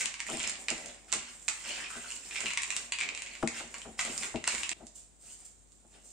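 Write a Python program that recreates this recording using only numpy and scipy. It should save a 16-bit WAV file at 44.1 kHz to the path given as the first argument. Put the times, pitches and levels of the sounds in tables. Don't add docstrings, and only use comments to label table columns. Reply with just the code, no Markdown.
import sys
import numpy as np
from scipy import signal
from scipy.fft import rfft, irfft
from scipy.io import wavfile

SR = 44100
rng = np.random.default_rng(int(sys.argv[2]) if len(sys.argv) > 2 else 0)


def file_out(sig):
    cols = np.atleast_2d(sig).T
    lim = np.clip(cols, -1, 1)
    pcm = np.round(lim * 32767).astype(np.int16)
    wavfile.write(sys.argv[1], SR, pcm)


N = 270288
TIME = np.arange(N) / SR

# (time [s], wall ring level [dB], bright crack level [dB], wall pitch [Hz])
SNAPS = [(0.0064, -27, -30, 2220), (0.057, -24.5, -23.5, 2650), (0.141, -29, -36.5, 2430),
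         (0.203, -24.5, -30.5, 2250), (0.2994, -33.5, -29.5, 2180), (0.395, -37, -29, 2800),
         (0.4007, -24.5, -34, 3120), (0.43, -44, -28, 2200), (0.4751, -32, -24, 2480),
         (.496, -31.5, -24.5, 2170), (0.555, -33, -65, 2880), (0.6837, -18.5, -26.5, 2270),
         (0.7031, -26.5, -23.5, 2750), (0.8593, -42, -33, 2410), (1.1195, -35, -27.5, 2890),
         (1.126, -28, -19, 2870), (1.1366, -43, -20.5, 2840), (1.481, -22, -27.5, 2500),
         (1.4859, -40, -20, 2610), (1.691, -29, -35, 2640), (2.3097, -31, -56, 2480),
         (2.348, -32, -50.5, 2200), (2.3626, -25, -50, 2730), (2.405, -30.5, -27.5, 2060),
         (2.458, -23.5, -40, 2740), (2.505, -24.5, -51, 2400), (2.512, -27, -42, 2700),
         (2.5345, -28, -28, 2240), (2.5737, -17, -23.5, 2100), (2.6196, -37, -27, 2300),
         (2.633, -23, -26, 2350), (2.7039, -23, -27, 2420), (2.7235, -26.5, -31, 2550),
         (2.765, -25.5, -21.5, 2670), (2.9214, -21, -23, 2510), (2.9342, -30, -41.5, 2800),
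         (2.9864, -25.5, -35, 2490), (3.004, -26, -30.5, 2450), (3.034, -27, -53, 2350),
         (3.089, -25.5, -61, 2470), (3.149, -30, -34.5, 2760), (3.175, -29, -39, 2410),
         (3.2201, -30, -30.5, 2510), (3.3517, -34, -49, 2140), (3.475, -23.5, -26, 2180),
         (3.817, -35, -42, 3060), (3.9924, -21, -38, 2220), (4.011, -32, -27, 2520),
         (4.0503, -34, -28.5, 2390), (4.233, -24, -30.5, 2150), (4.358, -29, -58, 2690),
         (4.4404, -25.5, -33.5, 1940), (4.476, -24.5, -16.5, 2760), (4.504, -27, -37, 2480),
         (4.5214, -28, -32, 2680), (4.549, -25, -34, 1930), (4.581, -30.5, -37, 2450),
         (4.455, -35, -48, 2100), (4.633, -23, -30, 2700), (4.6924, -28, -24.5, 2220),
         (4.7151, -24, -30.5, 2760), (4.868, -62, -38.5, 3430), (5.72, -69, -50.5, 3400)]
# (time [s], level [dB], fall to 1/e [s])
CRUNCHES = [(.008, -48, 0.08), (.194, -40.5, .012), (.402, -46, 0.026), (0.684, -34, 0.021),
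            (1.125, -31.5, 0.015), (1.4838, -30.5, 0.0074), (2.4051, -41, 0.023), (2.449, -46.5, 0.022),
            (2.919, -48, 0.016), (3.74, -39.5, 0.016), (3.991, -27.5, 0.011), (4.054, -38, 0.02),
            (4.225, -35.5, 0.016), (4.469, -33.5, 0.03)]
# (time [s], level [dB], wall pitch [Hz], length [s])
JUDDERS = [(0.008, -34, 2440, 0.019), (0.406, -40, 2380, 0.064), (1.69, -42.5, 2830, 0.029),
           (1.768, -41, 2430, 0.031), (1.84, -39, 2530, 0.029), (1.901, -42, 1320, 0.0091),
           (1.932, -43.5, 1420, 0.053), (2.043, -44, 1350, 0.03), (2.356, -36, 2360, 0.027),
           (2.464, -34, 2500, 0.019), (2.934, -40, 2740, 0.023), (2.992, -29.5, 2290, 0.04),
           (3.088, -42, 2420, 0.022), (3.261, -38.5, 2320, 0.011), (4.634, -39.5, 2720, .015)]
# (time [s], thud level [dB], hard edge [dB], hollow ring [dB], contact swell [s])
BUMPS = [(0.284, -39.5, -12, 4, 0.026), (0.329, -40.5, -37, 7.5, 0.0077), (0.702, -38.5, -34, 5.5, 0.01),
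         (1.129, -45.5, -3.5, 5.5, 0.015), (1.483, -49, -2, -8.5, 0.0054), (1.949, -48, -15, 5.5, 0.011),
         (2.435, -41, -30, 5, 0.0064), (3.4267, -24, -13, 6.5, 0.00438), (3.599, -45, -8, 0, 0.016),
         (3.848, -41.5, -19, 2, 0.015), (4.056, -46.5, -18, 7.5, 0.023), (4.3408, -30.5, -19, 7.5, 0.005),
         (4.478, -44.5, 12, -10, 0.0013), (4.53, -43, -10, 4, 0.0089), (4.797, -47, -30, 5, 0.013),
         (5.848, -51.5, -31, 0, 0.002)]
# (start [s], rise [s], length [s], load on the bowl [dB], chips grinding [dB], sticky smear [dB])
PUSHES = [(-0.03, 0.026, 0.028, -40.5, -32.5, -28.5), (0.248, 0.025, 0.13, -52, -47, -39),
          (0.388, 0.05, 0.093, -48.5, -43, -39), (0.575, 0.024, 0.038, -51, -74, -40.5),
          (0.67, 0.019, 0.22, -49, -52.5, -46), (1.078, 0.0083, 0.21, -62, -52, -53.5),
          (1.276, 0.019, 0.27, -79, -90, -47.5), (1.502, 0.022, 0.2, -60, -50, -43),
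          (1.628, 0.031, 0.19, -49.5, -44, -42), (1.853, 0.063, 0.31, -56.5, -49.5, -41),
          (2.139, 0.22, 0.36, -52.5, -46, -38.5), (2.65, 0.024, 0.18, -53, -56.5, -42.5),
          (2.944, 0.095, 0.15, -49, -53, -58), (3.116, 0.031, 0.32, -57, -54.5, -52),
          (3.502, 0.075, 0.079, -52, -40.5, -37.5), (3.69, 0.015, 0.14, -56.5, -60.5, -48.5),
          (3.968, 0.024, 0.29, -47.5, -47.5, -37), (4.452, 0.036, 0.16, -49, -45, -36.5),
          (4.704, 0.0045, 0.025, -45.5, -61, -53), (4.738, 0.04, 0.058, -54.5, -64.5, -60),
          (4.94, 0.024, 0.018, -61, -62.5, -38), (5.182, 0.093, 0.15, -66, -62, -43),
          (5.377, 0.02, 0.038, -61, -64, -47), (5.439, 0.013, 0.02, -70, -72, -44.5),
          (5.864, 0.1, 0.1, -58.5, -61.5, -54), (6.013, 0.044, .13, -64.5, -72, -48.5)]
# (load [dB], grinding [dB], smear [dB])
GLIDE_LOOSE, GLIDE_BOUND = (-61.5, -69, -55), (-76.5, -92, -59)

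# (frequency [Hz], level [dB], 60 dB decay [s])
BOWL_MODES = [(71, -15, .2), (120, -21, .13), (163, -12, .12), (210, -4, .075), (232, 1.5, .115),
              (323, -3, .1), (361, -2, .105), (415, -3.5, .07), (450, -3.5, .08), (482, -5, .08),
              (632, 1.5, .06), (664, -1, .05), (790, -2.5, .05), (964, -13, .04)]
# (frequency [Hz], density [dB per Hz])
WALL = [(150, -40), (600, -16), (1100, 2.5), (1500, -10.5), (2000, 1.5), (2450, 4.5), (3000, -2.5),
        (4000, -4), (8000, -17.5)]
CRACK = [(200, -6), (1000, -3), (2500, -3.5), (4000, 3.5), (6000, 5.5), (9000, 4.5), (11000, 11),
         (16000, -12)]
CRUMBS = [(200, -6.5), (1000, 8), (1600, 6), (2400, 10.5), (4000, -0.5), (9000, -11), (11000, 2.5),
          (16000, -12)]
GRIND = [(150, -20.5), (500, -6), (1000, -7), (1500, -8.5), (2300, -2.5), (2900, -2), (4000, -8.5),
         (6000, -7), (12000, -28.5)]
SMEAR = [(300, -8.5), (1500, -37), (3500, -11.5), (6000, -6.5), (9000, -1), (12000, 7.5), (16000, -0.5)]
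THUD = [(40, -7), (90, -12), (200, 4), (350, 4), (550, 6), (750, 8), (1000, -7.5), (2000, -20), (6000, -72)]
EDGE = [(100, -22), (600, -0.5), (1000, 4), (1300, 5.5), (1700, -7.5), (3500, -23), (9000, -29)]
CUSHION = [(100, 1), (230, -1.5), (400, -13.5), (800, -4), (1500, -1)]
AIR = [(20, -9), (70, 10), (120, 5), (220, 7), (450, 1.5), (800, -2.5), (1600, -14), (4000, -16.5),
       (8000, -49), (16000, -6)]
# (frequency [Hz], gain [dB])
LEFT_MIC = [(100, -1.5), (800, -5), (1500, -0.5), (4000, -0.5), (6800, 0), (7700, 7), (8500, 9.5),
            (9200, 5), (9900, -22), (11000, -23), (16000, -28.5)]
RIGHT_MIC = [(100, -7), (800, -9), (1500, -1), (4000, 0.5), (6200, 4.5), (7300, 16), (8100, 6.5),
             (9200, -5), (9900, -10.5), (11000, -27.5), (16000, -18)]
# (frequency [Hz], 60 dB decay [s], left-right likeness [0 to 1])
ROOM = [(100, 0.45, 0.98), (393, 0.4, 0.9), (1030, 0.77, 0.05), (2430, 0.51, 0.18), (6600, 0.44, 0),
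        (15400, 0.044, 0)]

EDIT_S = 4.733
EDIT_DUCK_DB = -16.5
STIRS_PER_S = 2.5
PUSH_T60_S = 0.26
REBOUND_S, REBOUND_LOSS_DB = 0.01, 14
TICK_RANGE_DB = 19
SLIP_S, SLIP_SPREAD_DB = 0.0069, 4.5
RING_WIDTH_HZ = 320
AIR_DB, HUM_DB, HUM_HZ = -60, -63.5, 49.5
CUTOFF_HZ = 15600


def from_db(db):
    return 10 ** (np.asarray(db) / 20)


def rms_one(x):
    return x / np.sqrt(np.mean(x ** 2) + 1e-20)


def at_hz(points, hz, axis=1):
    points = np.array(points)
    return np.interp(np.log(np.maximum(hz, 1)), np.log(points[:, 0]), points[:, axis])


def coloured(x, spectrum, keep_power=True):
    size = 4096
    cepstrum = irfft(np.log(from_db(at_hz(spectrum, np.fft.rfftfreq(size, 1 / SR)))))
    cepstrum[1:size // 2] *= 2
    cepstrum[size // 2 + 1:] = 0
    response = irfft(np.exp(rfft(cepstrum)))
    if keep_power:
        response = response / np.linalg.norm(response)
    return signal.fftconvolve(x, response)[:N]


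def drift(rate_hz):
    r = np.exp(-2 * np.pi * rate_hz / SR)
    noise = rng.standard_normal(N + SR)
    settled = signal.lfilter([1], [1, -2 * r, r * r], noise)[SR:]
    return rms_one(settled)


def contacts(times, levels_db, lengths):
    out = np.zeros(N)
    t = TIME[:8192]
    grits = rng.standard_normal((len(times), len(t)))
    for s, db, length, grit in zip(times, levels_db, lengths, grits):
        age = t / max(length, 1e-4)
        swell = age * np.exp(1 - age)
        even = irfft(np.exp(1j * np.angle(rfft(grit * swell))))
        burst = even * np.minimum(4 * swell, 1)
        gain = from_db(db) * np.linalg.norm(swell) / np.linalg.norm(burst)
        at = max(round(s * SR), 0)
        out[at:at + len(t)] += gain * burst[:N - at]
    return out


def grains(per_s, spread_db, rub_db):
    born = rng.random(N) < per_s * from_db(4 * drift(25)) / SR
    sizes = from_db(spread_db * np.minimum(rng.exponential(1, N), 4))
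    ruptures = born * sizes * rng.choice([-1, 1], N)
    return rms_one(rms_one(ruptures) + from_db(rub_db) * rng.standard_normal(N))


def wall_ring(force, hz):
    r = np.exp(-np.pi * RING_WIDTH_HZ / SR)
    zeros = np.sqrt((1 - r * r) / 2) * np.array([1, 0, -1])
    poles = [1, -2 * r * np.cos(2 * np.pi * hz / SR), r * r]
    return signal.lfilter(zeros, poles, force + 1e-18)


def bowl_ring(force):
    t = TIME[:SR // 2]
    response = np.zeros(len(t))
    for k, (hz, db, t60) in enumerate(BOWL_MODES):
        response += (-1) ** k * from_db(db - 60 * t / t60) * np.sin(2 * np.pi * hz * t)
    return signal.fftconvolve(force, response / np.linalg.norm(response))[:N]


def background():
    air = np.array([coloured(noise, AIR) for noise in rng.standard_normal((2, N))])
    hum_gain = from_db(HUM_DB + 1.0 * drift(2.3))
    hum = np.sqrt(2) * np.sin(2 * np.pi * HUM_HZ * TIME) * hum_gain
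    return from_db(AIR_DB) * air + hum


def effort():
    loose, bound = np.array(GLIDE_LOOSE)[:, None], np.array(GLIDE_BOUND)[:, None]
    power = from_db(np.where(TIME < EDIT_S, loose, bound)) ** 2
    for start, rise_s, length, *levels_db in PUSHES:
        stop = EDIT_S if start + length / 2 < EDIT_S else N / SR
        span = slice(max(round(start * SR), 0), round(min(stop, start + 1) * SR))
        age = TIME[span] - start
        rise = np.sin(np.pi / 2 * np.clip(age / rise_s, 0, 1)) ** 2
        shape = rise * from_db(-60 * np.maximum(age - length, 0) / PUSH_T60_S)
        power[:, span] += np.outer(from_db(levels_db), shape) ** 2
    return np.sqrt(power)


def crumbling(count, low_hz, high_hz, patchy_db):
    clicks = grains(per_s=340, spread_db=3, rub_db=-30)
    spot = rng.integers(0, count, N)
    out = np.zeros(N)
    for k, hz in enumerate(np.geomspace(low_hz, high_hz, count)):
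        out += wall_ring(clicks * (spot == k), hz) * from_db(patchy_db * drift(11.5))
    return rms_one(out)


def strokes(push, grind, smear, push_db, heave_db, grind_db, smear_db):
    shaking = grains(per_s=380, spread_db=7.0, rub_db=-7.0)
    rumble = from_db(push_db) * bowl_ring(coloured(shaking, CUSHION))
    heave = from_db(heave_db) * coloured(grains(per_s=330, spread_db=4, rub_db=-9.0), THUD)
    grating = crumbling(count=10, low_hz=1060, high_hz=5240, patchy_db=2) + rng.standard_normal(N)
    chips = from_db(grind_db) * grind * rms_one(coloured(grating, GRIND))
    tearing = grains(per_s=1500, spread_db=3.8, rub_db=-4)
    dough = from_db(smear_db) * smear * coloured(tearing, SMEAR)
    return push * (rumble + heave) + chips + dough


def snaps(ring_db, knock_db, crack_db, ring_s, crack_s):
    knock, ring, crack = np.zeros((3, N))
    loss = np.array([0, REBOUND_LOSS_DB])
    for s, wall_db, bright_db, hz in SNAPS:
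        times = [s, s + REBOUND_S * rng.uniform(0.42, 1.3)]
        force = contacts(times, wall_db - loss, [ring_s] * 2)
        knock += force
        ring += wall_ring(force, hz)
        crack += contacts(times, bright_db - loss, [crack_s] * 2)
    knocking = from_db(knock_db) * coloured(knock, WALL)
    cracking = from_db(crack_db) * coloured(crack, CRACK)
    return from_db(ring_db) * ring + knocking + cracking


def crunches(level_db, ring_db):
    giving_way = np.zeros(N)
    for s, db, decay_s in CRUNCHES:
        at = round(s * SR)
        giving_way[at:] += from_db(db + level_db) * np.exp(-np.minimum(TIME[:N - at] / decay_s, 20))
    crumbs = coloured(giving_way * grains(per_s=1800, spread_db=5, rub_db=-21), CRUMBS)
    wall = coloured(giving_way * grains(per_s=710, spread_db=4.0, rub_db=-26), WALL)
    return crumbs + from_db(ring_db) * wall


def judders(level_db, fade_db, contact_s):
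    out = np.zeros(N)
    for s, db, hz, length in JUDDERS:
        waits = SLIP_S * rng.uniform(.5, 1.5, 16)
        age = np.cumsum(waits) - waits[0]
        unevenness = SLIP_SPREAD_DB * rng.standard_normal(len(age))
        levels = db + level_db - fade_db * age / length + unevenness
        slipping = age < length
        force = contacts(s + age[slipping], levels[slipping], np.full(len(age), contact_s))
        out += wall_ring(force, hz)
    return out


def ticks(grind, smear, count, ring_db, crack_db, contact_s):
    when, ring, crack = rng.random((count, 3)).T
    s, lengths = when * EDIT_S, np.full(count, contact_s)
    cracks = contacts(s, crack_db - TICK_RANGE_DB * crack, lengths)
    out = coloured(smear * cracks, CRACK)
    spots = rng.choice(np.array(SNAPS)[:, 3], size=6)
    for k, hz in enumerate(spots):
        here = slice(k, None, len(spots))
        flicks = contacts(s[here], ring_db - TICK_RANGE_DB * ring[here], lengths[here])
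        out += wall_ring(grind * flicks, hz)
    return out


def bumps(body_db, thud_db, edge_db, edge_share, settle_share, settle_db):
    s, db, edge, hollow, length = np.transpose(BUMPS)
    force = contacts(s, db + hollow + body_db, length)
    settling = contacts(s + length, db + hollow + settle_db, settle_share * length)
    body = bowl_ring(force + coloured(settling, CUSHION))
    thud = coloured(contacts(s, db + thud_db, length), THUD)
    woody_edge = coloured(contacts(s, db + edge + edge_db, edge_share * length), EDGE)
    return body + thud + woody_edge


def kitchen_response(build_s, early_db, early_s):
    t = TIME[:SR * 3 // 4]
    edges = np.geomspace(50, 17000, 10)
    out = 0
    for low, high in zip(edges, edges[1:]):
        band = signal.butter(2, [low, high], "band", fs=SR, output="sos")
        mid, side = signal.sosfilt(band, rng.standard_normal((2, len(t))))
        hz = np.sqrt(low * high)
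        alike = np.clip(at_hz(ROOM, hz, axis=2), 0, 1)
        stereo = np.sqrt(1 + alike) * mid + np.sqrt(1 - alike) * side * [[1], [-1]]
        out = out + stereo * from_db(-60 * t / at_hz(ROOM, hz))
    build = 1 - np.exp(-(t / build_s) ** 2)
    early = 1 + from_db(early_db) * np.exp(-t / early_s)
    return rms_one(out * build * early) / np.sqrt(len(t))


def reflections(x, rooms):
    before = TIME < EDIT_S
    ducked = np.where(before, 1, from_db(EDIT_DUCK_DB))
    tail = 0
    for k, room in enumerate(rooms):
        away = np.abs((STIRS_PER_S * TIME - k / len(rooms)) % 1 - .5) * len(rooms)
        share = np.sqrt(np.maximum(1 - away, 0))
        for part, gain in ((before, ducked), (~before, 1)):
            fed = (x * share * part)[None]
            tail = tail + signal.fftconvolve(fed, room, axes=1)[:, :N] * gain
    return tail


def in_kitchen(sources, wet_db, sway_db):
    rooms = [kitchen_response(build_s=0.00037, early_db=-2.0, early_s=0.038) for _ in range(4)]
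    sway = drift(22.4) * [[1], [-1]]
    direct = sum(x * from_db(db * sway) for x, db in zip(sources, sway_db))
    send = sum(from_db(db) * x for x, db in zip(sources, wet_db))
    return direct + reflections(send, rooms)


def scene():
    push, grind, smear = effort()
    stirring = strokes(push, grind, smear, push_db=-10.5, heave_db=-5.0, grind_db=-4.5, smear_db=-6.5)
    chips = snaps(ring_db=-9.5, knock_db=-9, crack_db=-2.5, ring_s=0.00069, crack_s=0.00044)
    chips = chips + crunches(level_db=-2.5, ring_db=-5.5)
    chips = chips + judders(level_db=-2, fade_db=5, contact_s=0.0014)
    chips = chips + ticks(grind, smear, count=80, ring_db=13.5, crack_db=9.0, contact_s=0.00038)
    thuds = bumps(body_db=-2.5, thud_db=-1.5, edge_db=11.5, edge_share=0.35, settle_share=1.72, settle_db=-7.5)
    sources = (chips, thuds, stirring)
    return in_kitchen(sources, wet_db=(-1, -10.5, 1.0), sway_db=(2.2, .4, 1.3)) + background()


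def record(dry):
    heard = np.array([coloured(x, mic, keep_power=False) for x, mic in zip(dry, (LEFT_MIC, RIGHT_MIC))])
    low_pass = signal.ellip(10, .1, 70, CUTOFF_HZ, fs=SR, output="sos")
    return signal.sosfilt(low_pass, heard)


dry = scene()
out = record(dry)
file_out(out)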